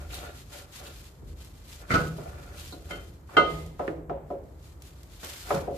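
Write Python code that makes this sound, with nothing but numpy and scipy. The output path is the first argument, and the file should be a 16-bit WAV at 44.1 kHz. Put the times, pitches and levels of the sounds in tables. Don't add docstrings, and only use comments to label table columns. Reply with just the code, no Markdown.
import sys
import numpy as np
from scipy import signal
from scipy.fft import rfft, irfft, next_fast_len
from scipy.io import wavfile
from scipy.ndimage import map_coordinates

SR = 44100
rng = np.random.default_rng(int(sys.argv[2]) if len(sys.argv) > 2 else 0)


def store_pcm(level_fs):
    pcm = np.round(np.clip(level_fs, -1, 1) * 32767).astype(np.int16)
    wavfile.write(sys.argv[1], SR, np.atleast_2d(pcm).T)


N = 254456

# f/Hz, level/dB
AXLE_RATTLE = [(40, -40.5), (100, -8.5), (230, -8), (330, 0), (480, 1), (750, 1), (950, -3), (1350, -7.5),
               (1750, -15), (3000, -15.5), (5000, -19.5), (8500, -16), (14000, -49)]


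def clangs():
    # t/s, level/dB, hardness/Hz, drum ring/dB, plate ring/dB, thud/dB, thud pitch/Hz
    blows = [(1.221, -39, 262, -25, -14, -0.5, 139), (1.906, -59, 2960, 23.5, -21, -1, 190),
             (1.943, -29, 3100, -11.5, -9, 1, 278), (1.969, -34.5, 1900, 2.5, -4, 8.5, 130),
             (1.999, -40.5, 900, -17, -1, 10, 165), (2.181, -37.5, 880, -6.5, -12.5, -2, 340),
             (2.725, -49.5, 1150, -3.5, 1.5, 4.5, 300), (2.907, -50, 11700, 16.5, 4.5, 4.5, 189),
             (2.930, -53, 9000, 14, -5, 13, 330), (3.3677, -19.5, 3800, 6, -6.5, -8, 356),
             (3.374, -25, 2500, 7, -4.5, -0.5, 330), (3.879, -33, 650, -1.5, -1, 3.5, 322),
             (3.980, -51, 990, -9, -9, 3, 342), (5.539, -31, 760, -11, -24, 1.5, 164)]
    # f/Hz, level/dB, time to fade 60 dB/s
    drum_tones = [(947, -23, .28), (1082, -23, .27), (1242, -3, .39), (1252, -10.5, .44), (1305, -12, .15),
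                  (1400, -8, .13), (1470, -2.5, .2), (1561, -19, .26), (2065, -15, .47),
                  (2067.8, -18.5, .47), (2073.3, -21, .47), (2110, -22, .25), (2748, -15, .21),
                  (3118, -9.5, .34), (3128, -18, .28), (3890, -21, .23), (4115, -21, .23), (4425, -23, .3)]
    # f/Hz, level/dB, time to fade 60 dB/s
    plate_tones = [(163.3, -12, 1), (329, -2, 0.49), (388, -8, 0.17), (423, -3, 0.65), (495, -2.5, 0.57),
                   (553, 0, .42), (573, -3, .36), (662, -7, .7), (716, 1.5, .3), (998, 1.5, 0.11),
                   (1409, 6.5, 0.13)]
    # f/Hz, left minus right/dB
    balance = [(250, 0), (700, -2), (1050, 0), (1240, -6), (1470, 4), (2100, 0), (2750, -5), (3120, 8),
               (8000, 0)]
    out, t = np.zeros((2, N)), np.arange(SR) / SR
    for s, db, hard_hz, drum_db, plate_db, thud_db, thud_hz in blows:
        shoes = np.array(plate_tones) * [1 + .01 * rng.standard_normal(), 1, 1]
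        drum = ring(drum_tones, hard_hz, rough=.4)
        drum = filtered(drum, lambda hz: 1 / np.hypot(1, (hard_hz / (6 * hz + 1)) ** 2))
        iron = amp(drum_db) * drum + amp(plate_db) * ring(shoes, hard_hz, rough=.6)
        rattle = wash(colour(AXLE_RATTLE), hard_hz, fade=.18, room_db=-8, attack_s=.0007)
        thud = wash(hump(thud_hz, octaves=.43), hard_hz=700, fade=.21, room_db=-11, attack_s=.0026)
        add(out, s, amp(db) * (iron + rattle + amp(thud_db) * thud))
    return filtered(out, lambda hz: amp(along(balance, hz) * np.array([[.5], [-.5]])))


def bumps():
    # t/s, level/dB, body/dB, treble/dB
    hits = [(3.794, -30.5, 1.5, -0.5), (4.096, -28.5, -1.5, -8.5), (4.303, -34.5, 3.5, -8.5),
            (5.5045, -24.5, 1.5, 1), (5.677, -30, 0, -19)]
    # f/Hz, level/dB, time to peak/s, narrowness of swell
    hollow_tones = [(333, -26.5, 0.026, 1.2), (390, -10.5, 0.018, 0.71), (421, -6, 0.027, 8.1),
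                    (551, -3, 0.055, 6.8), (589, -2, 0.018, 6.5), (700, -4, 0.0079, 0.27),
                    (758, 0.5, 0.0073, 2.9), (999, -6.5, 0.0033, 0.23), (1238, -4, 0.0029, 0.79),
                    (1310, -12, 0.0049, 0.22)]
    bands = [610, 714, 1190]
    out, t = np.zeros((2, N)), np.arange(SR) / SR
    for s, db, body_db, treble_db in hits:
        sound = amp(-2) * wash(colour(AXLE_RATTLE), hard_hz=1760, fade=.25, room_db=-3, attack_s=.0012)
        for hz, tone_db, peak_s, narrow in hollow_tones:
            swell = (t / peak_s * np.exp(1 - t / peak_s)) ** narrow
            phase = rng.uniform(0, 2 * np.pi) + .7 * stereo_phase(hz) + .45 * waver(t)
            strength = amp(tone_db + rng.standard_normal())
            sound += strength * swell * np.sin(2 * np.pi * hz * t + phase)
        tilt = colour(list(zip(bands, [body_db, 0, treble_db])))
        add(out, s, amp(db) * filtered(sound, tilt))
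    return out


def shove():
    # t/s, held/s, level/dB
    push = [(1.906, 0.047, -26)]
    # f/Hz, level/dB
    grind = [(88, -2.5), (150, -3.5), (281, -5), (320, -10), (402, -10.5), (725, -12), (782, -25.5),
             (1160, -7), (1260, -16.5), (1490, -8.5), (1980, -21.5), (2490, -15.5), (3440, -27),
             (4480, -24.5), (14000, -45)]
    slips = unit(amp(2.8 * wobble(170)))
    force = strokes(push, rise=1108, sag=-3, fall=130.5)
    return force * slips * noise(metallic(colour(grind), ripple_db=2.5))


def rubbing():
    # t/s, held/s, level/dB
    pushes = [(0.0, 0.0055, -47), (.13, 0.14, -48), (.22, 0.047, -44), (.54, 0.055, -49), (.82, 0.077, -50),
              (1.825, 0.0066, -49.5), (2.21, 0.38, -49), (2.905, 0.059, -46), (3.35, 0.025, -44),
              (5.24, 0.11, -54.5), (5.495, 0.075, -40)]
    # f/Hz, width/Hz, level/dB
    lining_tones = [(390, 200, -3.5), (580.3, 17.6, 7.5), (716, 50, 1.5), (1174, 135, -6.5), (1398, 77, 1),
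                    (2500, 560, -16.5)]
    force = strokes(pushes, rise=298, sag=5.5, fall=123.5)
    return force * unit(filtered(friction(uneven_db=3), metallic(resonances(lining_tones), ripple_db=4)))


def scraping():
    # t/s, held/s, level/dB
    grazes = [(.14, 0.043, -47.5), (.26, 0.013, -51.5), (.57, 0.018, -62), (.745, 0.012, -57),
              (.872, 0.013, -50.5), (2.592, 0.0098, -50)]
    # f/Hz, level/dB
    rim_tones = [(2640, -3), (2900, 0), (3270, -2), (3580, 1.5), (3800, 1.5), (4250, -2), (4440, -3)]
    width_hz = 45
    rim = resonances([(hz, width_hz, db) for hz, db in rim_tones])
    force = strokes(grazes, rise=450, sag=0, fall=222)
    return force * unit(filtered(friction(uneven_db=5), rim))


def brief_sounds():
    # t/s, level/dB, f/Hz, width/octaves, time to fade 60 dB/s
    bursts = [(.104, -48, 2600, 0.61, 0.16), (.143, -38, 3930, 11, 0.1), (.812, -50, 720, 1.2, 0.16),
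              (1.905, -25, 1385, 0.092, 0.25), (1.905, -25, 2060, 0.11, 0.17),
              (1.942, -36.5, 3800, 0.46, 0.088), (1.945, -22.5, 1298, 0.031, 0.29),
              (1.945, -26, 1469, 0.0086, 0.34), (2.181, -36.5, 636, 0.3, 0.056), (2.26, -43, 715, .08, .16),
              (2.723, -42, 4100, 0.12, 0.09), (2.908, -37, 2200, 0.81, 0.053),
              (2.908, -42.5, 2110, .025, 0.24), (3.29, -51.5, 940, 0.83, 0.98),
              (3.369, -37.5, 4380, 0.35, 0.054), (3.878, -30, 1550, 0.56, 0.036),
              (4.096, -41, 1130, 0.87, 0.035), (5.23, -40, 477, 3, 0.35), (5.505, -32.5, 1450, 0.69, 0.066)]
    # t/s, level/dB
    ticks = [(1.447, -46), (2.597, -40), (3.662, -47), (4.821, -42), (5.032, -47), (5.246, -33.5)]
    out = np.zeros((2, N))
    for s, db, centre_hz, octaves, fade_s in bursts:
        add(out, s, amp(db) * burst(centre_hz, octaves, fade_s))
    for s, db in ticks:
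        add(out, s, amp(db) * burst(centre_hz=5400, octaves=2.4, fade_s=.02))
    return out


def axle_hum():
    # t/s, held/s, level/dB
    hums = [(2.0, 0.15, -34.5), (3.54, 0.025, -36.5), (3.68, 0.02, -45.5), (3.93, 0.34, -48)]
    pitch_hz = 159
    tone = unit(np.sin(2 * np.pi * pitch_hz * np.arange(N) / SR + wobble(25)))
    return tone * strokes(hums, rise=263, sag=19, fall=144)


def swish():
    # t/s, held/s, level/dB
    slides = [(0.0, 0.025, -54), (.14, 0.025, -43.5), (.21, 0.073, -51), (.37, 0.017, -49),
              (.535, 0.055, -46.5), (.755, 0.03, -46), (.86, 0.025, -48.5), (.96, .11, -52),
              (1.14, .14, -68), (1.295, 0.013, -61), (1.41, 0.043, -53), (1.555, 0.039, -58),
              (1.7, 0.091, -49.5), (1.925, 0.15, -47), (2.17, 0.79, -53), (2.59, 0.14, -48),
              (2.905, 0.035, -49.5), (3.01, 0.075, -58.5), (3.14, 0.053, -65), (3.33, 0.045, -55.5),
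              (3.5, 0.09, -51.5), (3.66, .01, -56.5), (3.8, 0.11, -60.5), (4.31, 0.011, -66),
              (4.44, 0.19, -68), (4.65, 0.054, -57.5), (4.86, 0.0047, -52.5), (4.98, .1, -60.5),
              (5.12, 0.127, -54.5), (5.255, 0.17, -42.5), (5.51, 0.044, -40.5), (5.765, .01, -51.5)]
    # f/Hz, level/dB
    cloth = [(300, -21), (900, -4.5), (1900, -1.5), (3600, 0), (5500, -2), (8000, -3.5), (9500, -8),
             (11500, -4), (14500, -10)]
    grain = unit(amp(1.8 * wobble(1500) + 1.4 * wobble(80) + .7 * wobble(22)))
    hiss = noise(metallic(colour(cloth), ripple_db=2.2))
    speed = strokes(slides, rise=206, sag=13, fall=140)
    return speed * grain * hiss * amp([[.5], [-.5]])


def workshop():
    # t/s, held/s, level/dB
    heaves = [(0.0, 0.27, -43), (.9, 0.047, -50), (1.26, 0.017, -41.5), (1.97, 0.061, -38),
              (2.3, 0.82, -44.5), (3.42, 0.21, -40), (3.9, 1.2, -51.5), (5.54, 0.26, -44)]
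    # f/Hz, level/dB
    rumble = [(20, -45.5), (33, -17), (45, 1), (55, 3.5), (65, 0), (77, 4.5), (95, -7.5), (130, -9),
              (160, -11.5), (200, -22.5), (330, -16), (600, -30.5), (1200, -93.5)]
    # f/Hz, level/dB
    air = [(25, -28.5), (100, 2.5), (330, -9), (600, -10.5), (1200, -15), (2300, -26), (3000, -46.5),
           (8000, -31.5), (9500, -42.5), (12000, -31), (15000, -34)]
    resting_db, air_db = -48.5, -57
    rocking = strokes(heaves, rise=289.5, sag=2.5, fall=48)
    return np.hypot(amp(resting_db), rocking) * noise(colour(rumble)) + amp(air_db) * noise(colour(air))


def ring(tones, hard_hz, rough):
    t = np.arange(SR) / SR
    out = np.zeros((2, SR))
    for hz, db, fade_s in tones:
        phase = .5 * rng.standard_normal() + stereo_phase(hz) + rough * waver(t)
        strength = amp(db + rng.standard_normal()) * contact(hz, hard_hz)
        out += strength * amp(-60 * t / fade_s) * np.sin(2 * np.pi * hz * t + phase)
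    return out * (1 - np.exp(-t / .0011))


def wash(response, hard_hz, fade, room_db, attack_s):
    # f/Hz, time to fade 60 dB/s
    echo_times = [(70, 2.5), (170, 0.96), (500, 0.71), (1200, 0.54), (4000, 0.82), (12000, 0.272)]
    hz, t, spectrum = signal.stft(noise(response, size=SR), SR, nperseg=256)
    hz = hz[:, None]
    direct = amp(-60 * t / fade * (1 + hz / 1000) ** .13)
    echo = amp(room_db - 60 * t / along(echo_times, hz))
    sound = signal.istft(spectrum * np.hypot(direct, echo) * contact(hz, hard_hz), SR, nperseg=256)[1]
    return sound[:, :SR] * (1 - np.exp(-np.arange(SR) / SR / attack_s))


def burst(centre_hz, octaves, fade_s):
    t = np.arange(SR) / SR
    echo = amp(-19 - 60 * t / .4)
    attack = 1 - np.exp(-2 * t * centre_hz)
    return noise(hump(centre_hz, octaves), size=SR) * (amp(-60 * t / fade_s) + echo) * attack


def contact(hz, hard_hz):
    return 1 / np.sqrt(1 + (hz / hard_hz) ** 4.5)


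def friction(uneven_db):
    return amp(uneven_db * wobble(260)) * noise(np.ones_like)


def strokes(rows, rise, sag, fall):
    t = np.arange(0, N, 32) / SR
    power = np.zeros(len(t))
    for s, held, db in rows:
        drop = rise * np.maximum(s - t, 0) + sag * np.clip(t - s, 0, held)
        drop += fall * np.maximum(t - s - held, 0)
        power += amp(db - drop * (1 + drop / 93)) ** 2
    return np.interp(np.arange(N) / SR, t, np.sqrt(power))


def resonances(tones):
    return lambda hz: sum((-1) ** k * amp(db) * 1j * hz * width / (centre ** 2 - hz ** 2 + 1j * hz * width)
                          for k, (centre, width, db) in enumerate(tones))


def metallic(response, ripple_db):
    grid = np.arange(0, SR / 2, 45)
    ripple = rng.standard_normal(len(grid)) * (grid > 1600)
    return lambda hz: response(hz) * amp(ripple_db * np.interp(hz, grid, ripple))


def hump(centre_hz, octaves):
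    away = lambda hz: np.log2((hz + 1) / centre_hz) / octaves
    return lambda hz: (1 + away(hz) ** 2) ** -1.3 * np.exp(-away(hz) ** 2 / 12)


def colour(points):
    return lambda hz: amp(along(points, hz))


def noise(response, size=N):
    white = rng.standard_normal((2, size))
    mid, side = filtered(white, lambda hz: response(hz) * [np.cos(spread(hz)), np.sin(spread(hz))])
    return unit(np.array([mid + side, mid - side]))


def spread(hz):
    # f/Hz, likeness (1 = the same)
    likeness = [(60, 0.99), (130, 0.96), (260, 0.79), (500, 0.73), (800, 0.12), (1200, 0.051), (14000, 0)]
    return np.arccos(np.clip(along(likeness, hz), -1, 1)) / 2


def stereo_phase(hz):
    return spread(hz) * rng.choice([-1, 1]) * np.array([[1], [-1]])


def waver(t):
    return np.interp(t, np.linspace(0, 1, 70), rng.standard_normal(70))


def wobble(rate):
    return map_coordinates(rng.standard_normal(int(N * rate / SR) + 4), [np.arange(N) * rate / SR])


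def filtered(x, response):
    n = x.shape[-1]
    padded = next_fast_len(n + 8192)
    return irfft(rfft(x, padded) * response(np.fft.rfftfreq(padded, 1 / SR)), padded)[..., :n]


def along(points, hz):
    freqs, values = np.transpose(points)
    return np.interp(np.log(hz + 1), np.log(freqs + 1), values)


def add(track, s, sound):
    part = track[:, round(s * SR):][:, :sound.shape[1]]
    part += sound[:, :part.shape[1]]


def amp(db):
    return 10 ** (np.asarray(db) / 20)


def unit(x):
    return x / np.sqrt(np.mean(x ** 2) + 1e-20)


def scene():
    short = clangs() + bumps() + brief_sounds()
    return short + axle_hum() + shove() + rubbing() + scraping() + swish() + workshop()


def record(dry):
    low_hz, top_hz = 40, 14700
    return filtered(dry, lambda hz: (hz < top_hz) * (hz / low_hz) ** 3 / np.sqrt(1 + (hz / low_hz) ** 6))


dry = scene()
out = record(dry)
store_pcm(out)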